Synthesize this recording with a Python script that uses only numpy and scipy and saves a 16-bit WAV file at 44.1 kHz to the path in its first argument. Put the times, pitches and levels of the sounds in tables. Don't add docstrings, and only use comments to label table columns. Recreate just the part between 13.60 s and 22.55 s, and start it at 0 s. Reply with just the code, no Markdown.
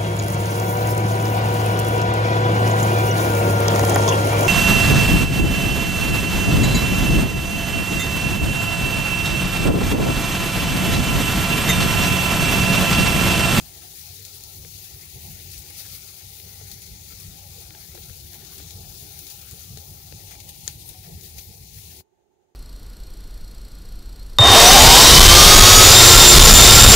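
import sys
import numpy as np
from scipy import signal
from scipy.fft import rfft, irfft, next_fast_len
from scipy.io import wavfile
from scipy.ndimage import uniform_filter1d

SR = 44100
rng = np.random.default_rng(int(sys.argv[2]) if len(sys.argv) > 2 else 0)


def unload_audio(sound):
    columns = np.transpose(np.atleast_2d(sound))
    steps = np.round(np.clip(columns, -1, 1) * 32767)
    wavfile.write(sys.argv[1], SR, steps.astype(np.int16))


def elevation(decibels):
    levels = np.asarray(decibels, float)
    return 10 ** (levels / 20)


N = 394694
FFT_SIZE = next_fast_len(N)
HZ = np.arange(FFT_SIZE // 2 + 1) * SR / FFT_SIZE

# t/s, peak at the left/dB, centre f/Hz, relative bandwidth, left over right/dB
CRACKS = [(0.6513, -20.5, 4600, 0.6, 14), (0.809, -27, 5030, 0.8, 8), (0.837, -17, 11500, 0.45, 13),
          (0.957, -27, 7940, 0.47, 6), (1.242, -27, 8000, 0.7, 12), (1.9173, -23, 8000, 0.7, 9),
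          (1.979, -17.5, 6500, 0.69, 16), (2.1, -20.5, 7000, 0.7, 13), (2.2637, -23, 6000, 0.9, 10),
          (2.3478, -27, 7000, 0.7, 8), (2.8001, -28, 2700, 0.34, 27), (3.115, -17.5, 7400, 0.63, 11),
          (3.22, -24, 6480, 0.49, 7), (3.2569, -32, 8720, 0.65, 12), (3.601, -20, 7100, 0.79, 10),
          (3.9349, -29, 9150, 0.83, 12), (4.348, -21, 10600, 0.44, 17), (4.7326, -25, 9000, 0.83, 14),
          (4.7444, -23, 5000, 0.86, 16), (4.849, -24, 8000, 0.8, 4), (4.9805, -20, 11000, 0.45, 10),
          (5.0097, -25, 7620, 0.9, 12), (5.1076, -21, 3800, 0.55, 19), (5.279, -26, 7000, 0.76, 14),
          (5.5906, -18, 10400, 0.22, 17), (5.668, -21, 5200, 1, 14), (5.701, -22, 5240, 1.1, 34),
          (5.8146, -24, 7000, 0.7, 14), (5.9116, -18, 4300, 1.06, 18), (5.9934, -28, 9500, 0.7, 6),
          (6.1733, -20.5, 4230, 0.4, 20), (6.5239, -35, 3000, 0.6, 11), (6.71, -24, 7000, 0.7, 10),
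          (6.8027, -18, 5550, 0.84, 18.5), (6.8917, -18, 4000, 1.2, 14), (7.0784, -3.5, 5600, 0.44, 27),
          (7.0811, -33, 6600, 0.78, 4.5), (7.2875, -28, 11600, 0.55, 6), (7.2905, -17.5, 10400, 0.25, 18),
          (7.6112, -26, 4500, 0.55, 15), (7.635, -26, 8550, 0.7, 9), (7.6565, -31, 9180, 0.62, 7),
          (7.7826, -20, 3800, 1, 14), (8.1637, -29, 11500, 0.35, 5), (8.1865, -28, 5000, 0.8, 8),
          (8.2561, -33, 3200, 0.9, 7)]
# t/s, nominal level/dB, hollow f/Hz, bright over dull part/dB, ring t60/s
POPS = [(0.229,-51,726,8,0.2), (0.429,-56,840,-16,0.11), (0.475,-55,708,-10,0.25), (1.047,-46,486,8,0.052),
        (2.261,-48.5,403,-14,0.061), (3.012,-47,433,1.5,0.059), (3.5205,-46,336,6,0.022),
        (3.838,-53,837,-14,0.045), (4.105,-47.5,314,11,0.09), (4.148,-38.5,860,6,0.023),
        (4.35,-40,420,-4,0.05), (4.375,-45.5,450,3,0.072), (4.496,-49,500,8,0.073), (4.742,-48,476,1,0.035),
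        (4.813,-52,1750,0,0.046), (5.0,-41,300,-4,0.074), (5.244,-49,716,6,0.12), (6.172,-43.5,447,5,0.046),
        (6.523,-41,453,4,0.029), (6.717,-45.5,2400,10,0.035), (6.752,-45,2370,4,0.03),
        (7.076,-33,1770,-8,0.022), (7.345,-49,743,-2,0.26), (7.781,-46,318,2,0.043),
        (8.406,-47,480,-5,0.02)]


def rms_one(x):
    return x / np.sqrt(np.mean(x ** 2) + 1e-20)


def centred(db):
    return db - np.mean(db)


def in_time(rows):
    s, *columns = np.transpose(rows)
    return [np.interp(np.arange(N) / SR, s, column) for column in columns]


def at_hz(points, hz):
    point_hz, values = np.transpose(points)
    return np.interp(np.log(np.maximum(hz, 1)), np.log(point_hz), values)


def drift(rate):
    r = np.exp(-80 * np.pi * rate / SR)
    slow = signal.lfilter([1], [1, -2 * r, r * r], rng.standard_normal(N // 40 + 2002))[2000:]
    return np.interp(np.arange(N) / 40, np.arange(len(slow)), rms_one(slow))


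def swells(s, length_s, rise_db):
    coarse = np.arange(0, N + 40, 40) / SR
    bells = np.exp(-(2 * (coarse[:, None] - s) / length_s) ** 2) @ rise_db
    return np.interp(np.arange(N) / SR, coarse, bells)


def shaped(x, gain):
    return irfft(rfft(x, FFT_SIZE) * gain, FFT_SIZE)[..., :N]


def causal(gain):
    cepstrum = irfft(np.log(gain + 1e-8), FFT_SIZE)
    cepstrum[1:len(HZ) - 1] *= 2
    cepstrum[len(HZ):] = 0
    return np.exp(rfft(cepstrum))


def hat(centres, k):
    return at_hz(np.transpose([centres, np.arange(len(centres)) == k]), HZ)


def grate_colour():
    # f/Hz, relative level/dB
    left_points = [(1000, -104.0), (1140, -99.0), (1210, -99.0), (1330, -92), (1610, -94.5), (1850, -89.5),
                   (2000, -88), (2220, -85), (2650, -84), (3100, -85), (3300, -82.5), (4270, -77.5),
                   (5470, -79.5), (6400, -78), (6890, -78.5), (7250, -80), (7450, -84.5), (7700, -82.5),
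                   (10600, -82.5), (15600, -77)]
    right_points = [(1000, -106), (1330, -105), (2440, -99), (2900, -96), (3620, -91.5), (4270, -100),
                    (5470, -107), (6600, -99), (7980, -107), (8350, -103), (9070, -86.5), (9850, -81),
                    (12500, -88), (15600, -88.5)]
    rising = 1 / (1 + (950 / np.maximum(HZ, 1)) ** 20)
    return [causal(rising * elevation(at_hz(side, HZ))) for side in (left_points, right_points)]


def sizzle(colour, per_s, spread_db, steam, bubble_db, flutter_db, patchy_db, low_patchy_db, shadowed):
    # t/s, sizzle level/dB, hiss at the top/dB, at the bottom/dB, near 2.8 kHz/dB
    frying = [(0.0, -49.5, -50, -65, -58.5), (0.5, -47, -46.5, -73, -59), (0.78, -48, -49, -68.5, -60.5),
              (1.56, -48, -48, -66.5, -59), (2.13, -48, -48.5, -67, -59.5), (2.77, -48, -48, -66, -61),
              (3.5, -48.5, -50, -65, -63.5), (3.87, -50, -50.5, -68, -62.5), (4.23, -49.5, -49, -66, -62.5),
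              (4.74, -48.5, -48, -69, -61.5), (4.9, -47, -49.5, -66.5, -61), (5.43, -48.5, -47.5, -66, -61),
              (5.86, -50.5, -49, -67.5, -58.5), (6.34, -50, -50.5, -65.5, -65),
              (6.94, -50.5, -50.5, -68.5, -59.5), (7.51, -52, -51, -67, -64),
              (7.97, -52, -52.5, -67.5, -68.5), (8.22, -50, -51, -63.5, -61)]
    # t/s, rise/dB, length/s, extra rise at the top/dB, extra rise at the bottom/dB
    flares = [(0.373,1,0.078,1,2), (0.763,1,0.073,1,-2), (0.855,-1,0.059,1,-3), (0.987,-0.5,0.056,3.5,0.5),
              (1.262,1,0.059,1.5,4.5), (1.412,-1,0.13,1,6.5), (1.773,-0.5,0.063,0.5,6.5),
              (1.95,4,0.07,-2,3.5), (2.0,-0.5,0.034,3,-3), (2.107,-1.5,0.028,3,5),
              (2.197,5.5,0.09,0.5,-2.5), (2.282,0.5,0.044,0.5,-4.5), (2.335,6,0.07,-0.5,-2.5),
              (2.485,1.5,0.044,-1,2.5), (2.88,-0.5,.08,0,2.5), (3.124,1.5,0.039,-1.5,-1.5),
              (3.615,1.5,0.27,0.5,1.5), (4.012,3,0.091,0,-0.5), (4.432,4,0.028,-5,0.5),
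              (4.533,1,0.046,-2,4.5), (4.778,-2,0.23,0.5,6), (4.94,0.5,0.058,3.5,3),
              (5.095,2.5,0.075,-1,-3), (5.41,1.5,0.15,-1.5,-3), (5.706,3,0.089,-1.5,0),
              (6.043,2.5,0.24,-0.5,-1), (6.718,4,0.094,-0.5,4.5), (6.804,1.5,0.02,-6,3),
              (6.892,5,0.02,-1,-0.5), (7.092,3,0.057,-3.5,5.5), (7.213,3.5,0.044,-0.5,-4),
              (7.285,1,0.056,4.5,2.5), (7.457,1,0.056,-0.5,12), (7.647,3,0.097,0,1.5), (7.79,7,0.05,-1.5,2),
              (8.084,1,.03,1,-8.5), (8.185,0.5,0.043,3.5,12), (8.333,-1,0.18,0.5,4)]
    # t/s, level/dB
    low_body = [(0.0, -72), (0.47, -56), (0.79, -65), (1.77, -68), (2.05, -62.5), (2.73, -66.5),
                (2.99, -62.5), (3.92, -74.5), (4.27, -67.5), (4.74, -70), (4.92, -68.5), (6.0, -72),
                (6.18, -76), (7.35, -71.5), (8.26, -74), (8.38, -85)]
    # t/s, level/dB
    deep_edge = [(0.0, -68.5), (0.34, -61.5), (1.92, -84.5), (2.31, -64), (2.67, -78.5), (3.5, -78),
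                 (4.22, -68), (4.73, -75), (4.93, -65.5), (5.39, -74), (5.98, -69), (6.99, -85.5),
                 (8.2, -99.5)]
    # t/s, left over right/dB
    balance = [(0.0, 6.5), (1.1, 8), (4.68, 9), (6.67, 9), (7.09, 6.5), (7.44, 9), (8.4, 7)]
    # t/s, f/Hz, depth/dB (negative is a bump)
    treble_hollow = [(0.0, 8800, -2), (1.0, 8400, 2), (2.4, 7700, 1.5), (3.4, 8000, 2.5), (4.5, 8500, 1),
                     (6.0, 8200, 3.5), (7.2, 8400, -0.5), (8.4, 8480, 2)]

    level_db, top_db, bottom_db, body_db = in_time(frying)
    body_db = centred(body_db - level_db)
    low_body_db = centred(in_time(low_body)[0] - level_db)
    edge_db = centred(in_time(deep_edge)[0])
    pan_db = centred(in_time(balance)[0])
    hollow_hz, hollow_db = in_time(treble_hollow)
    s, rise_db, length_s, top_rise_db, bottom_rise_db = np.transpose(flares)
    top_db = centred(top_db - level_db + swells(s, length_s, top_rise_db) + 0.54 * drift(9))
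    fill_db = swells(np.array(POPS)[:, 0], 0.025, np.full(len(POPS), 4))
    bottom_db = bottom_db - level_db + swells(s, length_s, bottom_rise_db) + fill_db
    bottom_db = centred(bottom_db + 0.73 * drift(13))
    level_db = level_db + swells(s, length_s, rise_db) + spatter() + 0.6 * drift(13.0)

    clumps = elevation(3.5 * drift(40))
    sizes = elevation(spread_db * np.minimum(rng.exponential(1, (2, N)), 6))
    sizes = sizes * rng.choice([-1, 1], (2, N))
    bursts = sizes * (rng.random((2, N)) < per_s * clumps / SR)
    share = np.clip([[steam], [steam - 0.1]], 0, 1)
    hiss = np.sqrt(1 - share) * rms_one(bursts) + np.sqrt(share) * rng.standard_normal((2, N))
    hiss = hiss + elevation(bubble_db) * bubbles(per_s=1500, cycles=25.0)
    spectrum = rfft(hiss, FFT_SIZE) * colour

    together_db = flutter_db * (drift(2.9) + 2.2 * drift(40)) * [[1], [shadowed]]
    centres = np.geomspace(1000, 14500, num=21)
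    out = 0
    for k, hz in enumerate(centres):
        bottom = np.interp(hz, [1100, 3000], [1.3, 0])
        top = np.interp(hz, [6500, 9500], [0, 1])
        patches_db = (patchy_db + low_patchy_db * bottom) * np.array([drift(12.0), drift(33)])
        patches_db = patches_db + (.6 + 1.2 * bottom) * drift(1.85)
        patches_db = patches_db - hollow_db * np.exp(-(np.log(hz / hollow_hz) / 0.072) ** 2)
        wobble_db = bottom * bottom_db + top * top_db + together_db + patches_db
        wobble_db = wobble_db + np.interp(hz, [1250, 1900], [.6, 0]) * edge_db
        wobble_db = wobble_db + np.interp(hz, [1500, 2000, 2800], [0, .6, 0]) * low_body_db
        wobble_db = wobble_db + np.interp(hz, [2200, 2900, 3900], [0, .9, 0]) * body_db
        out = out + elevation(wobble_db) * irfft(spectrum * hat(centres, k), FFT_SIZE)[:, :N]
    return elevation(level_db + 8.5 - pan_db * [[0], [1]]) * rms_one(out)


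def bubbles(per_s, cycles):
    out, pitches = np.zeros((2, N)), np.geomspace(1100, 7000, num=18)
    born = (rng.random(N) < per_s / SR) * elevation(2.5 * np.minimum(rng.exponential(1, N), 3))
    dealt, sides = rng.integers(0, len(pitches), N), rng.uniform(-0.5, 1, (2, N))
    for k, hz in enumerate(pitches):
        r, w = elevation(-60 * hz / (cycles * SR)), 2 * np.pi * hz / SR
        clicks = born * (dealt == k) * sides * hz + 1e-18
        out += signal.lfilter([0, np.sin(w)], [1, -2 * r * np.cos(w), r * r], clicks)
    return rms_one(out)


def spatter():
    share, from_db, decay_s = 0.55, -28.5, 0.012
    s, db = np.transpose(CRACKS)[:2]
    kicks = np.full(N, 1e-18)
    kicks[(s * SR).astype(int)] = share * np.maximum(db - from_db, 0)
    return signal.lfilter([1], [1, -np.exp(-1 / (decay_s * SR))], kicks)


def spits(colour, per_s, spread_db, level_db):
    born = (rng.random(N) < per_s / SR) * elevation(spread_db * np.minimum(rng.exponential(1, N), 3))
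    ticks = born * rng.choice([-1, 1], (2, N)) * rng.uniform(.3, 1, (2, N))
    return elevation(level_db) * rms_one(shaped(ticks, colour))


def cracks(colour, spread, direct_t60, scatter_t60, scatter_db, ring_t60, ring_db):
    port_hz = 6850
    size = 4096
    out = np.zeros((2, N + size))
    response, t = irfft(colour, FFT_SIZE)[:, :512], np.arange(size) / SR
    noise = rng.standard_normal((len(CRACKS), 3, size))
    port = elevation(ring_db - 60 * t / ring_t60) * np.cos(2 * np.pi * port_hz * t)
    tail = elevation(-60 * t / scatter_t60) * (1 - np.exp(-t / 0.00019))
    for (s, db, hz, octaves, pan_db), (burst, left, right) in zip(CRACKS, noise):
        direct = burst * elevation(-60 * t / direct_t60) * .5
        direct[0] = 2
        width = 2 ** (spread * max(octaves, .1))
        edges = [hz / width, min(hz * width, .45 * SR)]
        band = signal.butter(2, edges, "band", fs=SR, output="sos")
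        stir = elevation(.5 * (db + 5))
        near = direct + stir * port + elevation(scatter_db) * left * tail
        facing = np.convolve(signal.sosfilt(band, near), response[0])
        hidden = np.convolve(signal.sosfilt(band, right * tail), response[1])
        at = round(s * SR) - np.abs(facing).argmax()
        out[0, at:at + size] += elevation(db) * facing[:size] / np.abs(facing).max()
        out[1, at:at + size] += elevation(db - pan_db) * hidden[:size] / np.abs(hidden).max()
    return out[:, :N]


def flames(evenness, patchy_db, rumble_trim_db, roar_rms_db):
    # t/s, rumble ahead of its trim/dB, lower and upper roar/dB (only changes count)
    flame_levels = [(0.0, -56, -63.5, -64.5), (0.64, -54, -65, -67), (0.98, -52.5, -63, -69.5),
                    (1.44, -54, -63.5, -73.5), (1.8, -47.5, -61.5, -67), (2.6, -58, -66.5, -67.5),
                    (3.06, -50, -62, -67), (3.33, -52.5, -65, -68), (4.09, -49.5, -63.5, -65),
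                    (4.66, -53.5, -63.5, -67.5), (5.25, -46.5, -60.5, -63), (5.78, -51.5, -65, -64),
                    (6.21, -52, -62.5, -66.5), (6.76, -50, -61.5, -63.5), (7.33, -50.5, -62.5, -66),
                    (8.2, -51.5, -65, -68.5)]
    # t/s, rise of the rumble/dB, length/s
    surges = [(0.01,9,.06), (.2,2.5,0.052), (0.507,5,0.032), (0.707,2.5,0.086), (1.017,7.5,0.11),
              (1.153,11,0.028), (1.35,7,0.065), (1.562,8,0.036), (1.69,4.5,0.084), (2.337,6,0.093),
              (2.656,12.5,0.088), (2.847,6,0.042), (2.982,4,0.11), (3.33,5,.1), (3.53,2.5,0.046),
              (3.692,7.5,0.081), (3.928,0,.1), (4.348,3,.08), (4.506,10.5,0.029), (4.633,6.5,.07),
              (4.824,-1,.06), (5.03,0,.1), (5.18,2.5,0.053), (5.287,2,0.052), (5.464,-0.5,.1),
              (5.644,-2.5,0.069), (5.935,10,0.03), (6.146,10,0.084), (6.308,7.5,.07), (6.552,7,0.039),
              (6.847,1,0.097), (7.18,3.5,0.037), (7.305,9,0.029), (7.54,5,0.22), (7.778,6.5,0.046),
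              (7.905,9,0.037), (8.19,6,.15)]
    # t/s, length/s, rise of the lower roar/dB, rise of the upper roar/dB
    roar_swells = [(.18,0.043,2.5,7), (0.26,0.1,3.5,2), (.37,.06,3,-6.5), (.46,.08,-6,-1.5),
                   (.6,0.07,4,-17), (0.857,0.1,-2,4.5), (1.053,0.035,4.5,2.5), (1.2,.06,2.5,8),
                   (1.41,.08,-3,7), (1.573,0.044,6,5), (1.667,0.052,2.5,9.5), (2.074,.15,2.5,3.5),
                   (2.336,0.063,3,3), (2.557,.06,-4,1.5), (2.86,0.037,1.5,2), (2.975,.08,-1.5,2.5),
                   (3.53,.06,6.5,1.5), (3.665,.04,1.5,-4), (3.812,0.084,-2.5,1.5), (4.0,.05,8,3),
                   (4.356,.05,10,1), (4.757,0.073,3,7), (5.01,0.09,5,0), (5.208,0.065,-2,0.5),
                   (5.456,0.13,6,-1), (5.64,.08,7,-3), (5.95,0.041,6,1.5), (6.578,0.055,0,0),
                   (7.085,0.058,0.5,1), (7.373,.05,-2.5,3.5), (7.504,0.07,5,5.5), (7.805,0.065,1,2.5),
                   (8.38,0.1,9,7)]
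    # f/Hz, likeness (0 to 1)
    likeness = [(60, 0.94), (130, 0.92), (290, 0.52), (640, 0.12), (1410, 0.47), (3100, 0.01), (6820, -0.0),
                (15000, 0.02)]
    # f/Hz, relative level/dB
    rumble_points = [(15, -96.5), (33, -89), (42, -69.5), (48, -72.5), (79, -65.5), (90, -68), (98, -60),
                     (104, -71.5), (164, -71.5), (260, -91)]
    roar_left = [(230, -93.5), (234, -78), (262, -93), (287, -91), (369, -84.5), (473, -89.5), (606, -94.5),
                 (712, -95), (819, -94.5), (1000, -104.0), (1150, -100)]
    roar_right = [(230, -89.5), (262, -96.5), (298, -82), (337, -90.5), (369, -83), (410, -91), (451, -86),
                  (581, -95.5), (720, -87.5), (780, -87.5), (850, -86), (900, -95.5), (950, -102),
                  (1150, -104)]
    # f/Hz, width/Hz, wander/Hz, mean level at the right re the roar/dB, left over right/dB
    murmur_rows = [(384.4, 20, 25, -6.5, -10.5), (732, 20, 30, -13.5, -14.5), (829, 45, 25, -7.5, -24.5)]
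    left_lag_s = .00007

    rumble_db, lower_db, upper_db = in_time(flame_levels)
    s, rise_db, length_s = np.transpose(surges)
    surge_db = swells(s, length_s, rise_db)
    rumble_db = rumble_db + surge_db + 2.0 * drift(10)
    s, length_s, lower_rise_db, upper_rise_db = np.transpose(roar_swells)
    lower_db = lower_db + 0.32 * surge_db + swells(s, length_s, lower_rise_db) + 1.1 * drift(9)
    upper_db = upper_db + 0.089 * surge_db + swells(s, length_s, upper_rise_db) + 1.6 * drift(8.6)

    alike = np.clip(at_hz(likeness, HZ), 0, 1)
    mid, side = rfft(rng.standard_normal((2, FFT_SIZE)))
    pair = np.sqrt(1 + alike) * mid + np.sqrt(1 - alike) * side * [[1], [-1]]
    pair[0] *= np.exp(-2j * np.pi * HZ * left_lag_s)
    low = 1 / (1 + (HZ / 250) ** 20)
    rumble_colour = low * elevation(at_hz(rumble_points, HZ)) * elevation([[.4], [-.4]])
    rumble = irfft(pair * rumble_colour, FFT_SIZE)[:, :N]
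    chance_power = uniform_filter1d(np.mean(rumble ** 2, 0) + 1e-20, size=1800)
    rumble = rumble / chance_power ** (evenness / 2)

    colour = elevation([at_hz(roar_left, HZ), at_hz(roar_right, HZ)])
    colour = colour * (1 - low) / (1 + (HZ / 1100) ** 20)
    centres = [270, 350, 450, 570, 700, 850, 1020]
    levels_db = 3 * [centred(lower_db)] + 4 * [centred(upper_db)]
    roar = 0
    for k, db in enumerate(levels_db):
        band = irfft(pair * colour * hat(centres, k), FFT_SIZE)[:, :N]
        roar = roar + elevation(db + patchy_db * drift(7.2)) * band
    roar = rms_one(roar)
    for (hz, width_hz, wander_hz, db, pan_db), swell_db in zip(murmur_rows, levels_db[2:]):
        murmur_db = db + swell_db + 1.1 * drift(4.0) + pan_db * np.array([[1], [0]])
        roar = roar + elevation(murmur_db) * murmur(hz, width_hz, wander_hz)
    return elevation(rumble_db + rumble_trim_db) * rms_one(rumble) + elevation(roar_rms_db) * roar


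def murmur(hz, width_hz, wander_hz):
    turns = np.cumsum(hz + wander_hz * drift(3.0)) / SR
    in_phase = drift(width_hz) * np.cos(2 * np.pi * turns)
    return rms_one(in_phase + drift(width_hz) * np.sin(2 * np.pi * turns))


def pops(puff_t60, ring_db, late_s):
    # hollow f/Hz, left over right/dB
    pop_side = [(300, 12), (450, 22), (800, 1.5), (2000, 6)]
    size = 4096
    out = np.zeros((2, N + size))
    t = np.arange(size) / SR
    bands = [signal.butter(2, edges, "band", fs=SR) for edges in ([290, 930], [900, 4000])]
    noise = rng.standard_normal((len(POPS), 3, size))
    for (s, db, hz, bright_db, t60), draw in zip(POPS, noise):
        blast = (draw[0] + 0.64 * draw[1:]) * elevation(-60 * t / puff_t60)
        blast[:, 0] = 1.7
        dull, bright = [signal.lfilter(*band, blast) for band in bands]
        hollow = elevation(ring_db - 60 * t / t60) * np.sin(2 * np.pi * hz * t) * (1 - np.exp(-t * hz / 2.8))
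        puff = dull / np.abs(dull).max() + elevation(bright_db) * bright / np.abs(bright).max() + hollow
        at = round((s + late_s) * SR)
        side_db = np.array([[.5], [-.5]]) * at_hz(pop_side, hz)
        out[:, at:at + size] += elevation(db - 0.5 + side_db) * puff
    return out[:, :N]


def yard():
    # f/Hz, relative level/dB
    air_left = [(40, -103.0), (271, -108.0), (445, -101.0), (501, -107.0), (703, -105.0), (858, -114.0),
                (4950, -123.0), (5810, -121.0), (6670, -111.0), (7370, -121.0), (9180, -126.0),
                (15400, -127.0)]
    air_right = [(40, -106), (271, -101.0), (325, -100), (350, -85), (420, -89.5), (470, -101),
                 (620, -104.0), (876, -94), (987, -113.0), (1160, -116.0), (3980, -120.0), (7980, -131.0),
                 (15400, -128.0)]
    colour = elevation([at_hz(air_left, HZ), at_hz(air_right, HZ)])
    colour = colour * (1 + 1.8 / (1 + (HZ / 90) ** 4))
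    colour = colour / (1 + (42 / np.maximum(HZ, 1)) ** 4)
    waver_db = 1.2 * drift(7)
    return elevation(-68 + waver_db) * rms_one(shaped(rng.standard_normal((2, N)), colour))


def scene():
    cut_s, cut_db_per_s = 8.405, 1107
    colour = np.array(grate_colour())
    grill = sizzle(colour, per_s=6000, spread_db=2.5, steam=0.85, bubble_db=-15.0, flutter_db=0.24,
                   patchy_db=0.96, low_patchy_db=2.0, shadowed=0.9)
    grill = grill + spits(colour, per_s=70.0, spread_db=2.5, level_db=-63)
    grill = grill + cracks(colour, spread=1.6, direct_t60=0.0006, scatter_t60=0.02, scatter_db=-19.0,
                           ring_t60=0.005, ring_db=-7.0)
    grill = grill + flames(evenness=0.3, patchy_db=3.0, rumble_trim_db=2.5, roar_rms_db=-59.0)
    grill = grill + pops(puff_t60=0.012, ring_db=0.5, late_s=0.00096)
    cut = elevation(-cut_db_per_s * np.maximum(np.arange(N) / SR - cut_s, 0))
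    return grill * cut + yard()


def roll_off(x):
    return signal.sosfilt(signal.butter(12, 17040, fs=SR, output="sos"), x)


def record(dry):
    cutoff_hz, slope_hz = 15830, 160
    mix = shaped(dry, np.clip((cutoff_hz - HZ) / slope_hz, 0, 1) ** 2)
    return roll_off(mix)


dry = scene()
out = record(dry)
unload_audio(out)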